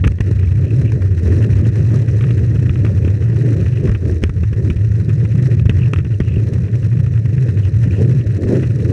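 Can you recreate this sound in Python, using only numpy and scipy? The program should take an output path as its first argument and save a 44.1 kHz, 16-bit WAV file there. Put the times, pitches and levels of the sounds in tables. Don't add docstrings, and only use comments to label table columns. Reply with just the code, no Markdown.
import sys
import numpy as np
from scipy import signal
from scipy.fft import rfft, irfft, next_fast_len
from scipy.io import wavfile
from scipy.ndimage import uniform_filter1d

SR = 44100
rng = np.random.default_rng(int(sys.argv[2]) if len(sys.argv) > 2 else 0)


def pcm_store(signal):
    levels = np.round(np.clip(np.atleast_2d(signal), -1, 1) * 32767)
    wavfile.write(sys.argv[1], SR, levels.astype(np.int16).T)


N = 393372

# (frequency [Hz], width [Hz], level [dB])
WHEEL_MODES = [(198.8, 81.4, 3.5), (321.5, 71, -1), (405, 92.6, -1.5), (573, 151, -18.5)]
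# (frequency [Hz], width [Hz], level [dB])
MOUNT_MODES = [(840, 730, 0.5), (1270, 95, 3.5), (1447, 390, 1), (1898, 236, 5.5), (2500, 388, 2),
               (3400, 1000, -18.5)]
# (frequency [Hz], width [Hz], level [dB])
CASING_MODES = [(3940, 470, -0.5), (5784, 1260, -1.5), (7560, 700, -9), (8300, 1170, -8),
                (9940, 3100, -19.5), (13000, 2600, -31.5)]
USUAL_GROWL_DB, USUAL_CHATTER_DB = -32, -48


def amp(db):
    return 10 ** (np.asarray(db) / 20)


def evened(x):
    return x / np.sqrt(np.mean(x ** 2) + 1e-20)


def peak_one(x):
    return x / abs(x).max()


def curves(rows):
    times, *columns = np.transpose(rows)
    return [np.interp(np.arange(N) / SR, times, column) for column in columns]


def wander(smooth_s):
    size = max(round(smooth_s * SR), 1)
    smoothed = uniform_filter1d(rng.standard_normal(N), size)
    return evened(uniform_filter1d(smoothed, size))


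def grit(per_s, spread_db):
    boost_db = spread_db * np.minimum(rng.exponential(1, N), 5)
    size = amp(boost_db) * rng.standard_normal(N)
    return size * (rng.random(N) < per_s / SR)


def resonate(x, hz, width):
    turn = np.exp(2j * np.pi * np.cumsum(hz * np.ones(len(x))) / SR)
    r = np.exp(-np.pi * width / SR)
    smoothed = signal.lfilter([(1 - r) ** 2], [1, -2 * r, r * r], x / turn)
    return 2 * (turn * smoothed).real


def rings(modes):
    t = np.arange(2048) / SR
    rows = []
    for k, (hz, width, db) in enumerate(modes):
        envelope = width * width * t * np.exp(-np.pi * 1.5 * width * t)
        rows.append((-1) ** k * amp(db) * envelope * np.cos(2 * np.pi * hz * t))
    return np.array(rows)


def body(modes):
    ring = rings(modes).sum(0)
    return ring / np.linalg.norm(ring)


def strike(burst, modes):
    ring = rings(modes)
    rung = signal.oaconvolve(burst[None], ring, axes=1)
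    balance = np.linalg.norm(ring, axis=1) / np.linalg.norm(rung, axis=1)
    return peak_one(balance @ rung)


def deck():
    # (time [s], level [dB])
    load_table = [(0.0, -12.5), (0.07, -9), (0.17, -20), (0.3, -12), (0.56, -11), (0.95, -10), (1.25, -11),
                  (1.45, -9), (2.05, -11.5), (2.9, -11), (3.45, -12), (3.85, -12.5), (4.18, -14),
                  (4.45, -12.5), (4.75, -12), (5.5, -10.5), (5.9, -9.5), (6.15, -13.5), (7.0, -11),
                  (7.7, -10.5), (8.15, -10), (8.45, -15.5), (8.65, -12.5), (8.92, -13)]
    # (time [s], frequency [Hz])
    bending_table = [(0, 91.1), (0.25, 99.4), (0.5, 93.83), (0.82, 116.9), (1.1, 92.56), (1.25, 81.06),
                     (1.45, 107.7), (1.75, 103.5), (2.0, 119.3), (2.15, 106.6), (2.3, 114.8), (2.5, 103),
                     (2.9, 109.3), (3.03, 97), (3.2, 108.6), (3.5, 114), (3.65, 100), (3.8, 123.1),
                     (3.95, 90), (4.1, 86), (4.38, 91.16), (4.55, 116), (4.7, 91.8), (4.85, 109.7),
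                     (5.0, 103), (5.15, 116.5), (5.3, 109), (5.45, 124.8), (5.72, 97.9), (5.88, 114.1),
                     (5.98, 92), (6.08, 111.7), (6.2, 99), (6.5, 110), (7.05, 116.8), (7.25, 111.1),
                     (7.42, 124), (7.6, 104), (7.85, 113.4), (7.95, 100.6), (8.15, 127), (8.38, 94.3),
                     (8.68, 122), (8.92, 105.4)]
    # (frequency [Hz], level [dB per Hz])
    bump_spectrum = [(20, -22), (45, -33.5), (70, -2.5), (120, -4.5), (180, 1.5), (260, -17)]
    pitch_drift, drift_s = 0.02507, 0.0493
    deck_width_hz = 39

    (level_db,), (hz,) = curves(load_table), curves(bending_table)
    hz = hz * (1 + pitch_drift * wander(drift_s))
    bump_hz, bump_db = np.transpose(bump_spectrum)
    log_hz = np.log(np.fft.rfftfreq(N, 1 / SR) + 1)
    shape = amp(np.interp(log_hz, np.log(bump_hz), bump_db))
    bumps = irfft(rfft(rng.standard_normal(N)) * shape, N)
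    swing = evened(resonate(bumps, hz, deck_width_hz))
    steady_hz = hz * (1 + 0.04504 * wander(0.01355))
    swing = swing + 0.87 * np.sin(2 * np.pi * np.cumsum(steady_hz) / SR)
    slow = np.sqrt(uniform_filter1d(swing ** 2, size=round(0.048 * SR)) + 0.046)
    return amp(level_db) * evened(swing / slow ** 0.92 * amp(-lulls()))


def lulls():
    # (time of the restart [s], depth [dB])
    lull_table = [(0.082, 7), (0.199, 3), (0.701, 13), (0.914, 7), (0.999, 12.5), (1.104, 3), (1.21, 6.5),
                  (1.316, -1), (1.492, 11.5), (1.749, 7), (2.069, 9), (2.747, 5.5), (3.202, 12),
                  (3.831, 8.5), (4.0, 11.5), (4.214, 12.5), (4.332, 16.5), (4.42, -0.5), (4.561, 10),
                  (4.756, 14.5), (4.994, 3.5), (5.074, 8.5), (5.301, 8.5), (5.69, -3), (5.931, 8.5),
                  (6.045, 7), (6.1, 6.5), (5.74, 5.5), (6.205, 15.5), (6.318, 0.5), (6.518, 14),
                  (6.709, 11.5), (6.817, 9.5), (7.101, 6), (7.244, 9.5), (7.325, 6), (7.36, 3.5),
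                  (7.482, 8.5), (7.542, 6.5), (7.645, 6), (7.72, 8), (7.98, 11), (8.257, 15), (8.41, 9.5)]
    lull_s, restart_s = 0.029, 0.0044
    small_per_s, small_db = 3, 2.5

    moments = np.cumsum(rng.exponential(1, 120)) / small_per_s
    moments = moments[moments < (N - 1) / SR]
    small = [(s, small_db * np.exp(0.32 * rng.standard_normal())) for s in moments]
    times, depth_db = np.transpose(lull_table + small)
    marks = np.bincount(np.round(times * SR).astype(int), depth_db, N)[:N]
    t = np.arange(-4000, 4001) / SR
    dip = np.where(t < 0, np.exp(-(t / lull_s) ** 2), np.exp(-(t / restart_s) ** 2))
    return signal.oaconvolve(marks, dip, "same")


def wheels(level_db):
    truck_per_growl = 0.097
    drive = grit(9000, 1.75) * amp(2.2 * np.tanh(wander(0.037)))
    favour_db = truck_per_growl * (level_db - USUAL_GROWL_DB)
    modes = [amp(2.0 * wander(0.042)) * signal.oaconvolve(drive, ring)[:N] for ring in rings(WHEEL_MODES)]
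    trucks = amp(favour_db) * (modes[1] + modes[2])
    growl = (modes[0] + modes[3] + trucks) / np.sqrt(.5 + .5 * amp(2 * favour_db))
    return amp(level_db) * evened(growl)


def mount(swing, chatter_db, fizz_db):
    whole = signal.hilbert(swing, next_fast_len(N))[:N]
    size, phase = evened(abs(whole)), np.angle(whole)
    size = size / np.sqrt(uniform_filter1d(size ** 2, size=round(.12 * SR)))
    lumps = amp(1.0 * wander(0.025))
    contacts = grit(9000, 2.5)
    play = contacts * (size + 0.35) ** 1.73 * lumps * amp(5.4 * np.cos(2 * phase + 0.3))
    modes = [amp(1.2 * wander(0.11)) * signal.oaconvolve(play, ring)[:N] for ring in rings(MOUNT_MODES)]
    chatter = evened(sum(modes))

    beat = amp(5.1 * np.cos(2 * phase - 2.1) + 1.1 * np.cos(phase - .7))
    dust = evened(grit(14000, 1.5))
    flutter = amp(6.1 * np.tanh(wander(0.0011)))
    ticks = (0.7 * evened(contacts) + dust) * (size + 0.077) ** 0.5 * lumps * beat * flutter
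    fizz = evened(signal.oaconvolve(ticks, body(CASING_MODES))[:N])
    return amp(chatter_db) * chatter + amp(fizz_db) * fizz


def knocks():
    # (time [s], clack peak [dB], low mode tilt [dB], high mode tilt [dB],
    # casing tick against clack [dB], thump peak [dB], heave peak [dB], clack length [s])
    knock_table = [(0.039, -15, 10, 7, -30, -14, -23, 0.0044),
                   (0.046, -17.5, 3, 8, -16, -10.5, -25, 0.0071),
                   (0.0723, -16, -5, -1, -11, -11, -25, 0.0013),
                   (0.0764, -14, 8, 6, -12, -24, -5.5, 0.0017), (0.185, -29, -8, -2, -26, -25, -22, 0.0027),
                   (0.205, -17.5, -8, -0.5, -10, -11, -7, 0.0041),
                   (0.312, -31, -2, -10, -1, -10.5, -22, 0.0031),
                   (0.919, -25, -8, -4, -9, -32, -26, 0.0031), (1.3184, -29, -7, -12, -10, -12, -31, 0.014),
                   (1.667, -30, 4, 9, -2, -8.5, -31, 0.0034), (2.208, -24, 16.5, 15, -27, -25, -33, 0.0046),
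                   (2.306, -24, 9, 11.5, -28, -13, -18, 0.0041),
                   (2.694, -20, 11, 13, -30, -17, -11, 0.0017), (2.756, -23.5, 6, 5, -31, -40, -34, 0.0031),
                   (2.8475, -20.5, 8, 6, -14, -8, -39, 0.0039), (2.864, -22, 9, 6, -22, -14, -34, 0.0024),
                   (3.048, -22, 7, 9, -17, -10, -37, 0.0033), (3.076, -27, 6, 7, -15, -9, -30, 0.0066),
                   (3.893, -21.5, 7.5, -1, -20, -10, -2, 0.0044),
                   (3.947, -22, 5, 7, -19, -19.5, -17, 0.0065),
                   (4.095, -24.5, -10, -9, -18, -12, -12, 0.0041),
                   (4.22, -34, 0, -4, -20, -25, -24, 0.0025), (4.228, -28, -6, 1, -7, -16, -7, 0.003),
                   (4.2376, -6, 0.5, 7, -11.5, -4.5, -31, 0.00092),
                   (4.294, -24, 8, 0, -12, -19, -10, 0.0024), (4.433, -26.5, 6.5, 4, -13, -14, -14, 0.0076),
                   (4.528, -28.5, 2, 3, -11, -19, -10, 0.0067),
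                   (4.7, -17.5, 7.5, 11.5, -17, -12.5, -9, 0.0048),
                   (4.996, -36, 2, 6, -18, -41, -33, 0.0036), (5.09, -27, 8, 6, -12, -13, -33, 0.011),
                   (5.595, -23.5, 13, 17, -31, -30, -26, 0.0033),
                   (5.656, -25, 3, 1, -10, -13, -7.5, 0.0068),
                   (5.6945, -8.5, -3, 10.5, -16, -6.5, -17, 0.0017),
                   (5.9342, -9.5, 13, 9, -13.5, -9.5, -27, 0.0017),
                   (5.9413, -24, 9, 10, -16, -15, -32, 0.002), (5.96, -20, 9, 9, -20, -28, -47, 0.0013),
                   (5.987, -21, 8, 13, -12, -14.5, -40, 0.0018),
                   (5.994, -30.5, 7, 0, -25, -23, -39, 0.0029), (6.003, -31, 2, 6, -21, -32, -34, 0.0019),
                   (6.047, -29.5, 2, 5, -14, -21, -35, 0.0044), (6.065, -34, 1, 3, -16, -17.5, -34, 0.0045),
                   (6.104, -35, 3, 3, -14, -20, -25, 0.0061),
                   (6.2015, -18.5, -4, -3, -14, -35, -30, 0.0033),
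                   (6.209, -27.5, 6, 5, -24, -27, -19, 0.0069), (6.753, -28.5, -1, 8, -9, -23, -27, 0.0042),
                   (7.255, -28, -1, 0, -11, -15, -32, 0.0052), (8.0176, -27, -7, -7, -6, -9, -42, 0.0043),
                   (8.629, -26, 1, 2, -16, -7.5, -39, 0.01), (0.061, -36, -2, 0, -23, -19, -3, 0.0043),
                   (0.068, -40, -2, 0, -20, -11, -30, 0.0017), (0.118, -31, -5, 3, -7, -23, -24, 0.0026),
                   (5.249, -26, 3, 3, -20, -29, -39, 0.0068), (5.699, -23, -4, -2, -13, -13, -10, 0.0029),
                   (6.3677, -35, -1, 1, -18, -12, -11.5, 0.002), (6.2036, -38, 4, 6, -17, -5, -8, 0.002),
                   (8.439, -40, 0, 0, -20, -12, -12, 0.003), (0.813, -26.5, 0, -3, -11, -26, -32, 0.0068),
                   (1.0201, -27, -5, -1, -9, -25, -32, 0.004), (1.262, -34, 3, -15, -16, -23, -36, 0.0063),
                   (1.49, -33, -1, -7, -16, -32, -30, 0.0057), (1.7559, -26, -4, -8, -9, -19, -26, 0.0054),
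                   (1.941, -28.5, 16, -4, -5, -33, -38, 0.0048),
                   (2.0836, -34, 4, -2, -16, -24, -33, 0.0058), (2.1888, -35, 5, -5, -18, -30, -19, 0.005),
                   (2.2378, -24, 8, 6, -24, -21, -31, 0.0041), (2.556, -30, 9, 7, -18, -21, -34, 0.0065),
                   (2.627, -31.5, -2, -2, -8, -14, -34, 0.0056), (3.2207, -30, 7, 6, -19, -31, -36, 0.0054),
                   (3.4645, -35, 1, -8, -9, -26, -34, 0.0068), (3.8193, -41, 3, 11, -23, -20, -22, 0.0056),
                   (3.869, -25, 3, -2, -23, -34, -34, 0.0084), (3.914, -28.5, 8, 4, -27, -26, -34, 0.0057),
                   (4.2421, -28, -2, 3, -18, -34, -15, 0.0051), (4.7636, -34, -8, 9, -10, -20, -33, 0.0047),
                   (4.812, -41, 1, -1, -14, -25, -32, 0.0054), (4.8462, -31.5, -9, 5, -6, -33, -34, 0.0047),
                   (5.708, -28, 3, 1, -21, -28, -31, 0.0061), (6.5336, -33, 2, 6, -1, -14, -36, 0.0063),
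                   (6.6797, -33, 1, 4, -18, -30, -32, 0.0064), (6.8269, -31.5, 5, 5, -16, -25, -28, 0.0043),
                   (6.838, -39, 4, -1, -19, -24, -33, 0.005), (6.953, -41, 3, 1, -12, -17, -36, 0.005),
                   (6.9883, -35, 7, 4, -11, -26, -33, 0.0057),
                   (7.0618, -29.5, 8.5, 3, -12, -37, -33, 0.0048),
                   (7.1121, -41, 1, 3, -17, -24, -38, 0.005), (7.1361, -29.5, 7, 7, -13, -22, -34, 0.0063),
                   (7.1747, -33, 4, 3, -15, -31, -37, 0.0048), (7.329, -34, -4, 1, -16, -16, -32, 0.005),
                   (7.3657, -37, 0, 3, -15, -18, -32, 0.0043), (7.423, -30, 2, -1, -7, -29, -30, 0.005),
                   (7.483, -29, 4, 3, -17, -32, -25, 0.0054), (7.8314, -32.5, -2, 3, -4, -21, -33, 0.0048),
                   (8.1105, -31, 2, 2, -22, -25, -24, 0.0061), (8.21, -31, 7, 10, -20, -27, -37, 0.0053),
                   (8.3606, -38, 1, 1, -18, -27, -34, 0.0056), (8.4317, -30, 3, -4, -16, -28, -37, 0.0051),
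                   (8.4861, -33, 3, -3, -16, -22, -32, 0.006), (8.518, -41, 3, -3, -18, -24, -34, 0.0042),
                   (8.7933, -33, 1, 2, -20, -31, -37, 0.0053)]
    # (frequency [Hz], width [Hz], level [dB])
    heave_modes = [(57.4, 31, -2.5), (134, 76, -5)]
    clack_rise, first_contact = .25, 4.1
    thump_lead_s, heave_lead_s = 0.00395, 0.0038
    struck_width_hz = 140

    t = np.arange(1500) / SR
    noise = rng.standard_normal((len(knock_table), len(t)))
    push = peak_one(signal.oaconvolve(np.exp(-t / 0.00041), body(WHEEL_MODES)))
    heave = peak_one(signal.oaconvolve(np.exp(-t / 0.0018), body(heave_modes)))
    out = np.zeros(N + 4000)
    for row, burst in zip(knock_table, noise):
        s, db, low_db, high_db, bright_db, thump_db, heave_db, length = row
        rise = 1 - np.exp(-t / max(clack_rise * length, 1e-5))
        burst = burst * np.exp(-t / max(length, 1e-4)) * rise
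        burst[round(clack_rise * length * SR)] += first_contact
        tilts = (0, low_db, low_db / 2, 0, high_db, 1.2 * high_db)
        struck = [(hz, np.hypot(width, struck_width_hz), mode_db + tilt)
                  for (hz, width, mode_db), tilt in zip(MOUNT_MODES, tilts)]
        clack = strike(burst, struck)
        tick = strike(burst, CASING_MODES)
        parts = ((s, amp(db) * (clack + amp(bright_db) * tick)),
                 (s - thump_lead_s, -amp(thump_db) * push),
                 (s - heave_lead_s, -amp(heave_db) * heave))
        for at, sound in parts:
            out[max(round(at * SR), 0):][:len(sound)] += sound
    return out[:N]


def chirps():
    # (time [s], peak [dB], pitch [Hz])
    chirp_table = [(0.39, -32.5, 2500), (0.4132, -44, 2570), (0.4457, -35, 2580), (0.4721, -34, 2360),
                   (0.5092, -40, 2630), (0.5575, -39, 2300), (0.6416, -36, 2780), (0.6663, -38, 2620),
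                   (0.6818, -39, 2620), (0.7057, -30.5, 2580), (0.8565, -33, 2390), (0.878, -37, 2747),
                   (0.891, -34, 2530), (1.424, -29, 2660), (1.442, -30.5, 2780), (1.65, -35, 2760),
                   (3.739, -44, 2613), (3.7718, -31, 2611), (4.8296, -48, 2360), (5.8171, -30, 2590),
                   (5.8325, -27, 2548), (5.8571, -31, 2550), (6.1401, -38, 2797), (6.2321, -36, 2660),
                   (6.2694, -39, 2817), (6.2896, -33, 2676), (6.32, -35, 2713), (6.3391, -35, 2497),
                   (6.3582, -34, 2780), (6.38, -36, 2570), (6.4158, -49, 2756), (7.6332, -38, 2790),
                   (7.9074, -30, 2511), (7.9378, -40, 2671)]
    chirp_s, chirp_width_hz = 0.0019, 220
    chirp_glide = -0.0097

    t = np.arange(1500) / SR
    u = t / chirp_s
    out = np.zeros(N + len(t))
    for (s, db, hz), slip in zip(chirp_table, rng.standard_normal((len(chirp_table), len(t)))):
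        chirp = resonate(slip, hz * (1 + chirp_glide * (u - 1)), chirp_width_hz)
        chirp = chirp / np.sqrt(uniform_filter1d(chirp ** 2, size=60) + .1 * np.mean(chirp ** 2))
        out[round(s * SR):][:len(t)] += amp(db) * peak_one(chirp * u * np.exp(-u))
    return out[:N]


def swishes():
    # (start [s], length [s], level before the fades [dB], band [Hz])
    swish_table = [(0.631, 0.074, -54, 2700), (0.842, 0.073, -50, 2680), (3.72, 0.085, -52, 2650),
                   (5.779, 0.1, -48, 2714), (6.22, 0.19, -49.5, 2700), (7.62, 0.057, -47.5, 2781),
                   (7.823, 0.061, -50, 2647), (7.899, 0.12, -46.5, 2700)]
    swish_width_hz = 560
    out = np.zeros(N)
    for s, length, db, hz in swish_table:
        t = np.arange(0, length, 1 / SR)
        scrub = evened(resonate(rng.standard_normal(len(t)), hz, swish_width_hz))
        fades = np.sqrt(np.sin(np.pi * t / length))
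        out[round(s * SR):][:len(t)] += amp(db) * fades * scrub
    return out


def hiss(chatter_db):
    # (frequency [Hz], width [Hz], level [dB])
    hiss_modes = [(1150, 540, -11), (1810, 300, 2.5), (2550, 370, -5.5), (3400, 780, -21)]
    hiss_db, hiss_per_chatter = -54.5, 1
    sung = signal.oaconvolve(grit(8000, 1.4), body(hiss_modes))[:N]
    return amp(hiss_db + hiss_per_chatter * (chatter_db - USUAL_CHATTER_DB)) * evened(sung)


def scene():
    # (time [s], wheel growl [dB], mount chatter [dB])
    road_table = [(0.0, -36, -38), (0.035, -33.5, -68), (0.1, -29.5, -50), (0.16, -43, -54.5),
                  (0.28, -26.5, -43.5), (0.47, -35, -45), (0.78, -23.5, -47), (1.14, -30.5, -46.5),
                  (1.3, -20, -42), (1.7, -25, -42), (1.88, -25, -43.5), (1.97, -17.5, -40.5),
                  (2.06, -24, -43), (3.28, -28, -45), (3.52, -20, -41.5), (3.74, -29.5, -44),
                  (3.87, -20, -42.5), (3.97, -36, -48), (4.09, -19, -45.5), (4.2, -31.5, -49.5),
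                  (4.5, -36, -49.5), (4.67, -21.5, -44.5), (4.78, -33, -47), (5.0, -29, -46.5),
                  (5.3, -29, -45), (5.52, -24.5, -41.5), (5.66, -36, -50), (5.8, -28, -40.5),
                  (6.06, -34.5, -51.5), (6.3, -29.5, -47), (6.5, -27, -45), (7.15, -34.5, -48.5),
                  (7.47, -25, -44.5), (7.78, -31.5, -46), (8.02, -19, -42), (8.13, -27, -44.5),
                  (8.31, -28, -45), (8.43, -21, -45.5), (8.53, -11.5, -36.5), (8.65, -27.5, -45.5),
                  (8.8, -25.5, -45.5), (8.92, -13.5, -42.5)]
    growl_db, chatter_db = curves(road_table)
    fizz_db = -56.5 + 0.26 * (growl_db - USUAL_GROWL_DB) + 0.49 * (chatter_db - USUAL_CHATTER_DB)
    swing = deck()
    rolling = swing + wheels(growl_db) + mount(swing, chatter_db, fizz_db) + hiss(chatter_db)
    return (rolling + knocks() + chirps() + swishes())[None]


def record(dry):
    edge_hz = 15800
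    bass_cut = signal.butter(2, 24., "high", fs=SR, output="sos")
    held = 1.203 * np.tanh(signal.sosfilt(bass_cut, dry) / 1.32)
    band_limit = signal.firwin(511, edge_hz, window=("kaiser", 9), fs=SR)
    return signal.oaconvolve(held, band_limit[None], "same")


dry = scene()
out = record(dry)
pcm_store(out)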